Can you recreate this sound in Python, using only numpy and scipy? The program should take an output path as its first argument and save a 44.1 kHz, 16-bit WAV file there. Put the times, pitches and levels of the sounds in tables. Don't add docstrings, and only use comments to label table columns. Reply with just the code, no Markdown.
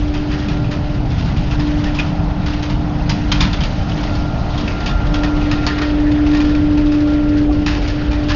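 import sys
import numpy as np
from scipy import signal
from scipy.fft import rfft, irfft
from scipy.io import wavfile
from scipy.ndimage import uniform_filter1d

SR = 44100
rng = np.random.default_rng(int(sys.argv[2]) if len(sys.argv) > 2 else 0)


def boost_factor(decibels):
    exponent = np.asarray(decibels, float) / 20
    return 10 ** exponent


def int16_out(signal):
    q = np.round(np.clip(np.atleast_2d(signal).T, -1, 1) * 32767)
    wavfile.write(sys.argv[1], SR, q.astype(np.int16))


N = 368235

# start_s, rumble_db, roar_db, nozzle_db, rush_db
FLAME_LEVELS = [(0, -18.5, -22.5, -36, -37), (.35, -21, -26.5, -35, -37.5), (.55, -22, -21, -34.5, -35),
                (.95, -20, -23, -34.5, -40.5), (1.3, -18, -21, -33, -39), (1.9, -19.5, -21, -33, -35.5),
                (2.3, -20.5, -21.5, -30, -37.5), (2.55, -18.5, -22, -34, -34.5),
                (2.75, -20.5, -17.5, -32, -39), (2.95, -20.5, -22, -30.5, -37.5),
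                (3.3, -18.5, -20.5, -32.5, -36.5), (3.7, -19, -22, -31.5, -38),
                (4.1, -19, -20.5, -29.5, -41), (4.7, -20, -20.5, -31, -35.5),
                (5.15, -16.5, -24.5, -29.5, -35.5), (5.7, -20, -23.5, -32, -30),
                (6.4, -18, -22, -34.5, -31.5), (6.9, -19.5, -25, -38, -32.5),
                (7.55, -18, -24.5, -36.5, -36), (7.85, -18, -27, -35, -33), (8.35, -18.5, -20.5, -38, -33)]
# (per Hz, relative)
RUMBLE_SPECTRUM = [(12, -11.5), (20, -11), (32, 5), (55, 3), (80, -4.5), (110, -5), (200, -30.5),
                   (400, -87)]
# (per Hz, relative)
ROAR_SPECTRUM = [(60, -38.5), (90, -3), (125, -4), (165, -2), (210, -6), (270, -9.5), (340, -21.5),
                 (600, -65.5)]
# start_s, centre_hz, height_db
ROAR_HUMP = [(0, 140.2, 3.5), (.5, 136.2, 9), (1.1, 127, 8), (1.6, 132, 7.5), (1.9, 162, 1.5),
             (2.2, 163, 7), (2.75, 169, 2.5), (3.4, 168.4, 5), (3.7, 149, 1.5), (4, 148, 4.5),
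             (4.35, 120.8, 4), (4.8, 140, -2.5), (5.2, 160, 5), (5.7, 163, -0.5), (8.35, 166.4, 0.5)]
# (per Hz, relative)
NOZZLE_SPECTRUM = [(350, -23), (480, -8.5), (620, 4.5), (760, 3.5), (950, -1.5), (1100, -7), (1500, -10),
                   (2500, -47.5)]
# (per Hz, relative)
CASING_SPECTRUM = [(220, -24.5), (290, 3), (330, -0.5), (420, -2), (520, -5), (620, -10.5), (1000, -55)]
# (per Hz, relative)
RUSH_SPECTRUM = [(850, -8.5), (1450, -2.5), (1620, -2.5), (1980, -2.5), (2300, -6), (2520, -4),
                 (4370, -10.5), (4900, -11.5), (6730, -22.5), (7300, -49), (9490, -71), (16100, -120)]
# start_s, tilt_db_per_octave (well above 2500 Hz)
RUSH_TILT = [(0, 0.5), (.9, -0.5), (1.3, 2), (2.2, -1.5), (3.2, 0.5), (3.8, 4), (4.4, 3), (5.2, -1),
             (5.7, -0.5), (6, -3.5), (6.6, -4.5), (7.4, -3.5), (8.35, -2)]
# start_s, hidden_share (0-1)
HOPPER_SCREEN = [(0, 0), (3, 0.05), (4.5, 0.16), (5.8, 1), (6.6, 1), (7.5, 1), (8.35, 0.5)]
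# start_s, level_db (about the peak), low_band_hz, high_band_hz,
# ring_share (0-1)
FUEL_LUMPS = [(0.1365, -18, 1180, 2580, 0.05), (0.3124, -19.5, 1850, 2630, 0.34),
              (0.393, -23, 1840, 3240, 0.2), (0.4815, -18.5, 1190, 2590, 0.34),
              (0.6425, -23, 1210, 2600, 0.8), (0.7105, -19, 1740, 2600, 0.4), (1.099, -25.5, 1380, 2700, 0),
              (1.1788, -19, 1150, 3200, 0.08), (1.2531, -24.5, 1190, 2880, 0),
              (1.3627, -22, 845, 2360, 0.3), (1.4729, -25, 1700, 2900, 0.2), (1.5086, -17, 2640, 3280, 0.2),
              (1.5927, -16, 1750, 2660, 0.17), (1.668, -22, 912, 3800, 0.8), (1.769, -25, 835, 2900, 0.08),
              (1.838, -14.5, 1750, 3100, 0.1), (1.863, -20.5, 1850, 1900, 0.3),
              (1.945, -19.5, 2600, 3280, 0.2), (1.954, -23, 2600, 3280, 0.5),
              (1.9867, -11.5, 2600, 2600, 0.8), (1.9955, -9, 2600, 3280, 0.85),
              (1.996, -18.5, 1430, 1950, 0.4), (2.014, -24.5, 1400, 1950, 0), (2.055, -25, 1400, 2760, 0),
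              (2.4577, -16.5, 1730, 2940, 0.06), (2.5315, -20.5, 1500, 2960, 0.37),
              (2.6238, -17, 900, 2820, 0), (2.6962, -17.5, 939, 2950, 0.27), (3.092, -11, 850, 4900, 0.2),
              (3.3163, -5, 2400, 3180, 0.2), (3.3353, -19, 1750, 2400, 0), (3.354, -17.5, 2400, 2760, 0.3),
              (3.4018, -17, 1850, 3020, 0.22), (3.4056, -5, 2420, 3600, 0.07),
              (3.4115, -10, 940, 4900, 0.3), (3.4225, -14, 940, 3100, 0.2), (3.442, -16, 1040, 3420, 0.6),
              (3.466, -22, 2760, 3420, 0.6), (3.529, -14, 1300, 3440, 0.25), (3.605, -15.5, 939, 3100, 0.4),
              (3.6341, -12, 2920, 3970, 0.4), (3.651, -22, 3000, 4900, 0.5), (3.775, -28, 1400, 3070, 0),
              (3.891, -21.5, 910, 3000, 0.07), (3.966, -22.5, 2300, 3050, 0), (4.03, -21, 851, 2760, 0),
              (4.151, -20, 1400, 4430, 0.6), (4.276, -30, 1400, 3500, 0.6), (4.5753, -18.5, 990, 3280, 0.4),
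              (4.606, -23.5, 3280, 4600, 0.9), (4.676, -15, 2450, 2510, 0.7), (4.708, -19, 2300, 2450, 0.3),
              (4.7981, -22.5, 1380, 3520, 0), (4.858, -13.5, 2760, 3600, 0.2), (4.87, -17, 1650, 3280, 0.3),
              (4.888, -19, 1040, 3420, 0.8), (4.91, -24.5, 1650, 2580, 1), (5.066, -20.5, 1380, 3340, 0.6),
              (5.138, -12, 937, 3320, 0.15), (5.232, -12, 1850, 2760, 0.5), (5.243, -16, 1850, 2450, 0.4),
              (5.407, -24, 1400, 2530, 0.24), (5.5118, -8.5, 1040, 2620, 0.4),
              (5.518, -16.5, 1230, 1850, 0.4), (5.665, -8.5, 1040, 4600, 0.35),
              (5.674, -10.5, 1040, 1950, 0.8), (5.7, -18.5, 1750, 1750, 1), (5.7809, -15, 1240, 2050, 0.5),
              (5.814, -13, 1190, 1950, 0.4), (5.826, -21, 1950, 3280, 0.5), (5.997, -23, 1750, 1750, 0.6),
              (6.065, -22.5, 1750, 1750, 0.9), (6.114, -19.5, 2760, 3100, 0.3),
              (6.2627, -19.5, 1240, 2600, 0.4), (6.283, -23, 1210, 2600, 0.1),
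              (6.3098, -23, 1850, 3800, 0.3), (6.33, -20, 1750, 2300, 0.4), (6.345, -15, 1260, 1850, 0.3),
              (6.369, -20.5, 1750, 3800, 0.4), (6.401, -14.5, 1046, 2760, 0.6),
              (6.413, -20.5, 1040, 3100, 0.2), (6.445, -23, 1750, 3410, 0.5),
              (6.491, -20.5, 1750, 3800, 0.3), (6.5476, -18, 2550, 4230, 0.6),
              (6.561, -24.5, 1850, 3420, 0.9), (6.772, -19.5, 851, 2500, 0.5),
              (6.864, -24.5, 1400, 3500, 0.8), (6.9178, -21, 1490, 2550, 0.1),
              (7.0702, -24.5, 1390, 3150, 0.07), (7.375, -25.5, 1750, 4600, 0.6),
              (7.522, -26, 2600, 4600, 0.2), (7.6616, -8.5, 900, 2580, 0.2),
              (7.671, -11.5, 1650, 1950, 0.25), (7.685, -16, 1950, 2600, 0.2),
              (7.7014, -19.5, 1850, 2580, 0.3), (7.721, -21.5, 1950, 2760, 0.1),
              (7.735, -22, 1950, 2300, 0.2), (7.746, -20.5, 1040, 2910, 0.3),
              (7.77, -26.5, 1990, 3100, 0.3), (7.788, -33, 2300, 3420, 0.2), (7.815, -23, 2300, 2870, 0),
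              (7.875, -19, 2300, 4600, 0.4), (7.899, -23, 1650, 4600, 0.7), (8.1096, -19.5, 921, 2390, 0.1),
              (8.1284, -20.5, 847, 2200, 0.5), (8.141, -25, 1750, 1950, 0.75),
              (8.228, -24.5, 1650, 2760, 0.3), (8.283, -17.5, 1650, 2600, 0.3),
              (8.2909, -15.5, 1650, 3100, 0.3), (8.2981, -15.5, 1650, 3100, 0.25),
              (8.302, -13, 1040, 1650, 0.4), (8.315, -15, 1650, 2580, 0.3), (8.337, -18, 900, 2760, 0.3)]
# pitch_hz, level_db, t60_s
HOPPER_MODES = [(880, -12, 0.2), (912, 2, 0.28), (1040, 3.5, 0.081), (1157, -3, 0.13), (1215, -4, 0.47),
                (1260, -9, 0.6), (1400, -4.5, 0.16), (1736, -6, 0.88), (1750, -6.5, 0.73),
                (1850, 0.5, 0.23), (1650, -9, .12), (1950, -5.5, 0.13), (2300, -14, .12), (2450, -2, 0.1),
                (2510, -4, 0.06), (2600, -4.5, 0.082), (3100, -11, 0.16), (3280, -2.5, 0.087),
                (3600, -4, .08), (4900, -5.5, .08), (3420, -7.5, 0.1), (4230, -20, .1), (4390, -7, 0.16),
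                (2760, -5, 0.036), (3800, -8, 0.064), (4600, -6, 0.066), (5100, -11.5, 0.059)]
# (per Hz, relative)
CRACK_SPECTRUM = [(500, -31.5), (850, -5), (1300, -5), (2130, -7.5), (2440, -6.5), (2740, -5), (4180, -7),
                  (4910, -5), (6920, -17), (7300, -36), (9490, -60.5), (16100, -120)]
# start_s, peak_db, pitch_hz (at the start, before the sag), length_s
DULL_KNOCKS = [(7.488, -23, 760, .032), (7.506, -30, 1170, 0.029)]
# start_s, level_db
BLADE_LEVEL = [(0.0, -21), (0.02, -22), (1.12, -28.5), (1.16, -36), (1.21, -30.5), (1.28, -34), (1.32, -35),
               (1.67, -19), (2.04, -26), (2.23, -25.5), (2.35, -31.5), (2.6, -24), (2.79, -24), (2.93, -28),
               (3.35, -23), (3.63, -33), (3.65, -37.5), (4.02, -25), (4.3, -29), (4.4, -42), (4.58, -25.5),
               (4.79, -35.5), (4.93, -29.5), (4.95, -36.5), (5.18, -18.5), (5.35, -18.5), (5.65, -22),
               (6.12, -13.5), (7.46, -14), (7.84, -22.5), (8.3, -20.5), (8.35, -21)]
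# start_s, level_db
OCTAVE_LEVEL = [(0, -46.5), (.25, -39), (.4, -47), (.55, -36), (.9, -34.5), (1.05, -48), (1.3, -51),
                (1.43, -35), (1.58, -56), (1.75, -40), (1.92, -34.5), (2.1, -54), (3.7, -59), (3.85, -46),
                (4.1, -50), (4.4, -40), (4.6, -48), (4.9, -57), (5.08, -33), (5.3, -37), (5.42, -51),
                (5.68, -45), (5.85, -35.5), (6.0, -35.5), (6.2, -43), (6.4, -37), (6.6, -39), (6.9, -33.5),
                (7.35, -32), (7.6, -35.5), (7.72, -39), (7.79, -34), (7.86, -40), (8.1, -36), (8.35, -31)]
# start_s, level_db
WHINE_LEVEL = [(0, -50), (.35, -45), (.58, -41.5), (.72, -50.5), (2.6, -46.5), (3.1, -54), (3.35, -40.5),
               (4.0, -47), (4.14, -35.5), (4.4, -41), (4.65, -41), (4.8, -35), (4.95, -31.5), (5.1, -36.5),
               (5.3, -35.5), (5.5, -39.5), (5.65, -32.5), (5.85, -39), (6.12, -50), (6.3, -38.5),
               (6.8, -43), (6.98, -46.5), (7.1, -35), (7.2, -39.5), (7.36, -42), (7.44, -60), (7.53, -42),
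               (7.8, -47.5), (8.05, -43.5), (8.35, -53)]
# start_s, level_db
UNDER_WHINE_LEVEL = [(0, -64.5), (3.6, -54), (4.1, -46), (5, -46.5), (5.4, -44), (5.8, -55), (7, -62),
                     (8.35, -55.5)]
# start_s, pitch_hz, level_db
FAINT_HUM = [(0, 380, -42), (.12, 380, -37), (.33, 381, -39), (.55, 386, -37), (.74, 391, -39),
             (.84, 393, -57)]

HUMP_OCTAVES = 0.17
LUMPY_DB, LUMPS_HZ = 1.3, 9
GUST_DB, GUST_HZ = 1.2, 25
CASING_DB, CASING_NEAR_DB = -35.5, 5.5
RISE_AT_0_DB_S, SLOWER_PER_DB = .0008, .75
LUMP_T60_S, CHIP_T60_S = 0.25, 0.21
DAMP_T60_S = 0.24
CHIPS_DB, CHIPS_PER_S = -46.5, 40
BLADE_HZ, WHINE_HZ, UNDER_HZ = 296.75, 1387, 1267


def evened(x):
    return x / np.sqrt(np.mean(x ** 2) + 1e-20)


def read(points, hz):
    f, value = np.transpose(points)
    return np.interp(np.log(hz + 1), np.log(f + 1), value)


def curve(rows, t):
    s, *columns = np.transpose(rows)
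    return [np.interp(t, s, c) for c in columns]


def wander(t, top_hz):
    rates = np.geomspace(top_hz / 20, top_hz, num=24)
    return evened(sum(np.sin(2 * np.pi * (f * t + rng.random())) / np.sqrt(f) for f in rates))


def smoothed(x, width):
    return uniform_filter1d(uniform_filter1d(x, size=width), size=width)


def coloured(x, db_of_hz):
    hz = np.fft.rfftfreq(len(x), 1 / SR)
    return irfft(rfft(x) * boost_factor(db_of_hz(hz)), len(x))


def oscillator(hz):
    return np.sin(2 * np.pi * np.cumsum(hz) / SR)


def turbulence(field_db, size, patchy_db):
    real, imag, patches = rng.standard_normal((3,) + field_db.shape)
    patches = uniform_filter1d(patches, size=8, axis=0)
    patches = evened(uniform_filter1d(patches, size=6, axis=1))
    spectra = (real + 1j * imag) * boost_factor(field_db + patchy_db * patches)
    return signal.istft(spectra, nperseg=size, noverlap=size - size // 4)[1][:N]


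def flame():
    hz = np.fft.rfftfreq(2048, 1 / SR)[:, None]
    steady = np.zeros(N // 512 + 5)
    hump_hz, hump_db = curve(ROAR_HUMP, np.arange(len(steady)) * 512 / SR)
    hump_db = hump_db * np.exp(-(np.log2((hz + 1) / hump_hz) / HUMP_OCTAVES) ** 2)
    rumble = turbulence(read(RUMBLE_SPECTRUM, hz) + steady, size=2048, patchy_db=0.0)
    roar = turbulence(read(ROAR_SPECTRUM, hz) + hump_db, size=2048, patchy_db=1.0)
    nozzle = turbulence(read(NOZZLE_SPECTRUM, hz) + steady, size=2048, patchy_db=0.77)
    casing = turbulence(read(CASING_SPECTRUM, hz) + steady, size=2048, patchy_db=0.7)

    t = np.arange(N // 128 + 5) * 128 / SR
    hz = np.fft.rfftfreq(512, 1 / SR)[:, None]
    tilt_db = np.log2(1 + hz / 2500) * curve(RUSH_TILT, t)[0]
    gusts_db = GUST_DB * wander(t, GUST_HZ)
    rush = turbulence(read(RUSH_SPECTRUM, hz) + tilt_db + gusts_db, size=512, patchy_db=2.0)

    now = np.arange(N) / SR
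    rumble_db, roar_db, nozzle_db, rush_db = curve(FLAME_LEVELS, now)
    roar_db = roar_db + LUMPY_DB * np.interp(now, t, wander(t, LUMPS_HZ))
    casing_db = CASING_DB + CASING_NEAR_DB * curve(HOPPER_SCREEN, now)[0]
    layers = rumble, roar, nozzle, rush, casing
    levels_db = rumble_db, roar_db, nozzle_db, rush_db, casing_db
    return sum(evened(layer) * boost_factor(db) for layer, db in zip(layers, levels_db))


def fuel():
    out = np.zeros(N + 16384)
    for s, db, low_hz, high_hz, ring in FUEL_LUMPS:
        rise_s = RISE_AT_0_DB_S * boost_factor(-SLOWER_PER_DB * db * (2 - ring))
        out[round(s * SR):][:16384] += boost_factor(db) * clatter(low_hz, high_hz, LUMP_T60_S, ring, rise_s)
    for s, db, hz, length in DULL_KNOCKS:
        blip = boost_factor(db) * knock(hz, length)
        out[round(s * SR):][:len(blip)] += blip
    return out[:N] + boost_factor(CHIPS_DB) * evened(chips())


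def clatter(low_hz, high_hz, t60, ring, rise_s):
    t = np.arange(16384) / SR
    onset = 1 - np.exp(-t / rise_s)
    snap = boost_factor(-1.0 - 60 * (t / 0.027) ** 2)
    tail = boost_factor(-60 * t / t60) + boost_factor(-9.5 - 60 * t / 0.46)
    noise, skid, grit, hop, body = rng.standard_normal((5, len(t)))
    crack = crack_noise(noise, body, low_hz, high_hz)
    dull = coloured(crack, lambda f: -7 * np.log2(1 + f / 2000))
    unevenness = boost_factor(2.5 * evened(smoothed(grit, 90)))
    crack = (crack * snap + dull * tail) * onset * unevenness

    crumbs_per_s = 250
    landing = rng.random(len(t)) < crumbs_per_s / SR
    hops = landing * hop * boost_factor(-3 - 60 * t / .5) * np.sqrt(SR / crumbs_per_s)
    blow = onset * (skid * (snap + tail) ** 8 + .3 * hops)
    rings = plate_ring(blow[:8192], low_hz, high_hz)
    rings = np.pad(rings, (0, len(t)))[:len(t)]
    crack, rings = (part / abs(part).max() for part in (crack, rings))
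    return np.sqrt(1 - ring) * crack + np.sqrt(ring) * rings


def crack_noise(noise, body, low_hz, high_hz):
    body_db = 1.5 * evened(smoothed(body, 40))[:len(noise) // 2 + 1]

    def spectrum_db(f):
        bumps = [np.exp(-(np.log2((f + 1) / band) / 0.045) ** 2) for band in (low_hz, high_hz)]
        slope_db = -1.2 * np.log2((f + 1) / high_hz) ** 2
        return read(CRACK_SPECTRUM, f) + body_db + slope_db + 5 * sum(bumps)

    return evened(coloured(noise, spectrum_db))


def plate_ring(blow, low_hz, high_hz):
    t = np.arange(8192) / SR
    hz, db, t60 = np.transpose(HOPPER_MODES)[..., None]
    strength, detune = rng.standard_normal((2, len(HOPPER_MODES), 1))
    near = sum(boost_factor(-250 * np.log2(hz / band) ** 2) for band in (low_hz, high_hz)) + boost_factor(-16)
    decay_db = -60 * t * (1 / t60 + 1 / DAMP_T60_S)
    modes = near * boost_factor(db + 1.5 * strength + decay_db)
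    modes = modes * np.sin(2 * np.pi * hz * (1 + 0.0028 * detune) * t)
    return signal.fftconvolve(np.sum(modes, axis=0), blow)


def knock(hz, length):
    u = np.arange(0, length, 1 / SR) / length
    return np.sin(np.pi * u ** .7) ** 2 * oscillator(hz * (1 - .06 * u))


def chips():
    size = boost_factor(4 * np.minimum(rng.exponential(1, N), 3.5))
    size = size * (rng.random(N) < CHIPS_PER_S / SR)
    kind = rng.integers(0, 12, N)
    out = np.zeros(N)
    for k, hz in enumerate(np.geomspace(1800, 4000, num=12)):
        chip = clatter(hz / 2, hz, CHIP_T60_S, ring=.2, rise_s=0.005)
        out += signal.oaconvolve(size * (kind == k), chip)[:N]
    return out


def blower():
    t = np.arange(N) / SR
    slow = np.arange(0, N / SR + 0.0035, .005)
    shaft, flutter, drift, shimmer = (np.interp(t, slow, wander(slow, hz)) for hz in (3, 27, 5, 24))
    turns = 2 * np.pi * np.cumsum(BLADE_HZ * (1 + 0.0012 * shaft)) / SR
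    blade = boost_factor(curve(BLADE_LEVEL, t)[0] + 0.55 * flutter) * np.sin(turns)
    octave = boost_factor(curve(OCTAVE_LEVEL, t)[0] + 0.53 * shimmer) * np.sin(2 * turns)
    whine = boost_factor(curve(WHINE_LEVEL, t)[0] + 1.0 * shimmer[::-1])
    whine = whine * oscillator(WHINE_HZ * (1 + .0009 * (drift + flutter)))
    under = boost_factor(curve(UNDER_WHINE_LEVEL, t)[0] + 2.1 * flutter[::-1])
    under = under * oscillator(UNDER_HZ * (1 + 0.0023 * shimmer))
    return np.sqrt(2) * (blade + octave + under + whine)


def drone():
    t = np.arange(SR) / SR
    hz, db = curve(FAINT_HUM, t)
    hum = boost_factor(db + .8 * wander(t, 25)) * oscillator(hz + 0.77 * wander(t, 9.7))
    return np.pad(np.sqrt(2) * hum, (0, N - SR))


def scene():
    return (flame() + fuel() + blower() + drone())[None]


def low_pass(x):
    return signal.sosfilt(signal.butter(12, 7450, fs=SR, output="sos"), x)


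def record(dry):
    band = signal.firwin(401, 7240, window=("kaiser", 9), fs=SR)
    mix = signal.oaconvolve(dry, band[None], "same")
    return low_pass(mix)


dry = scene()
out = record(dry)
int16_out(out)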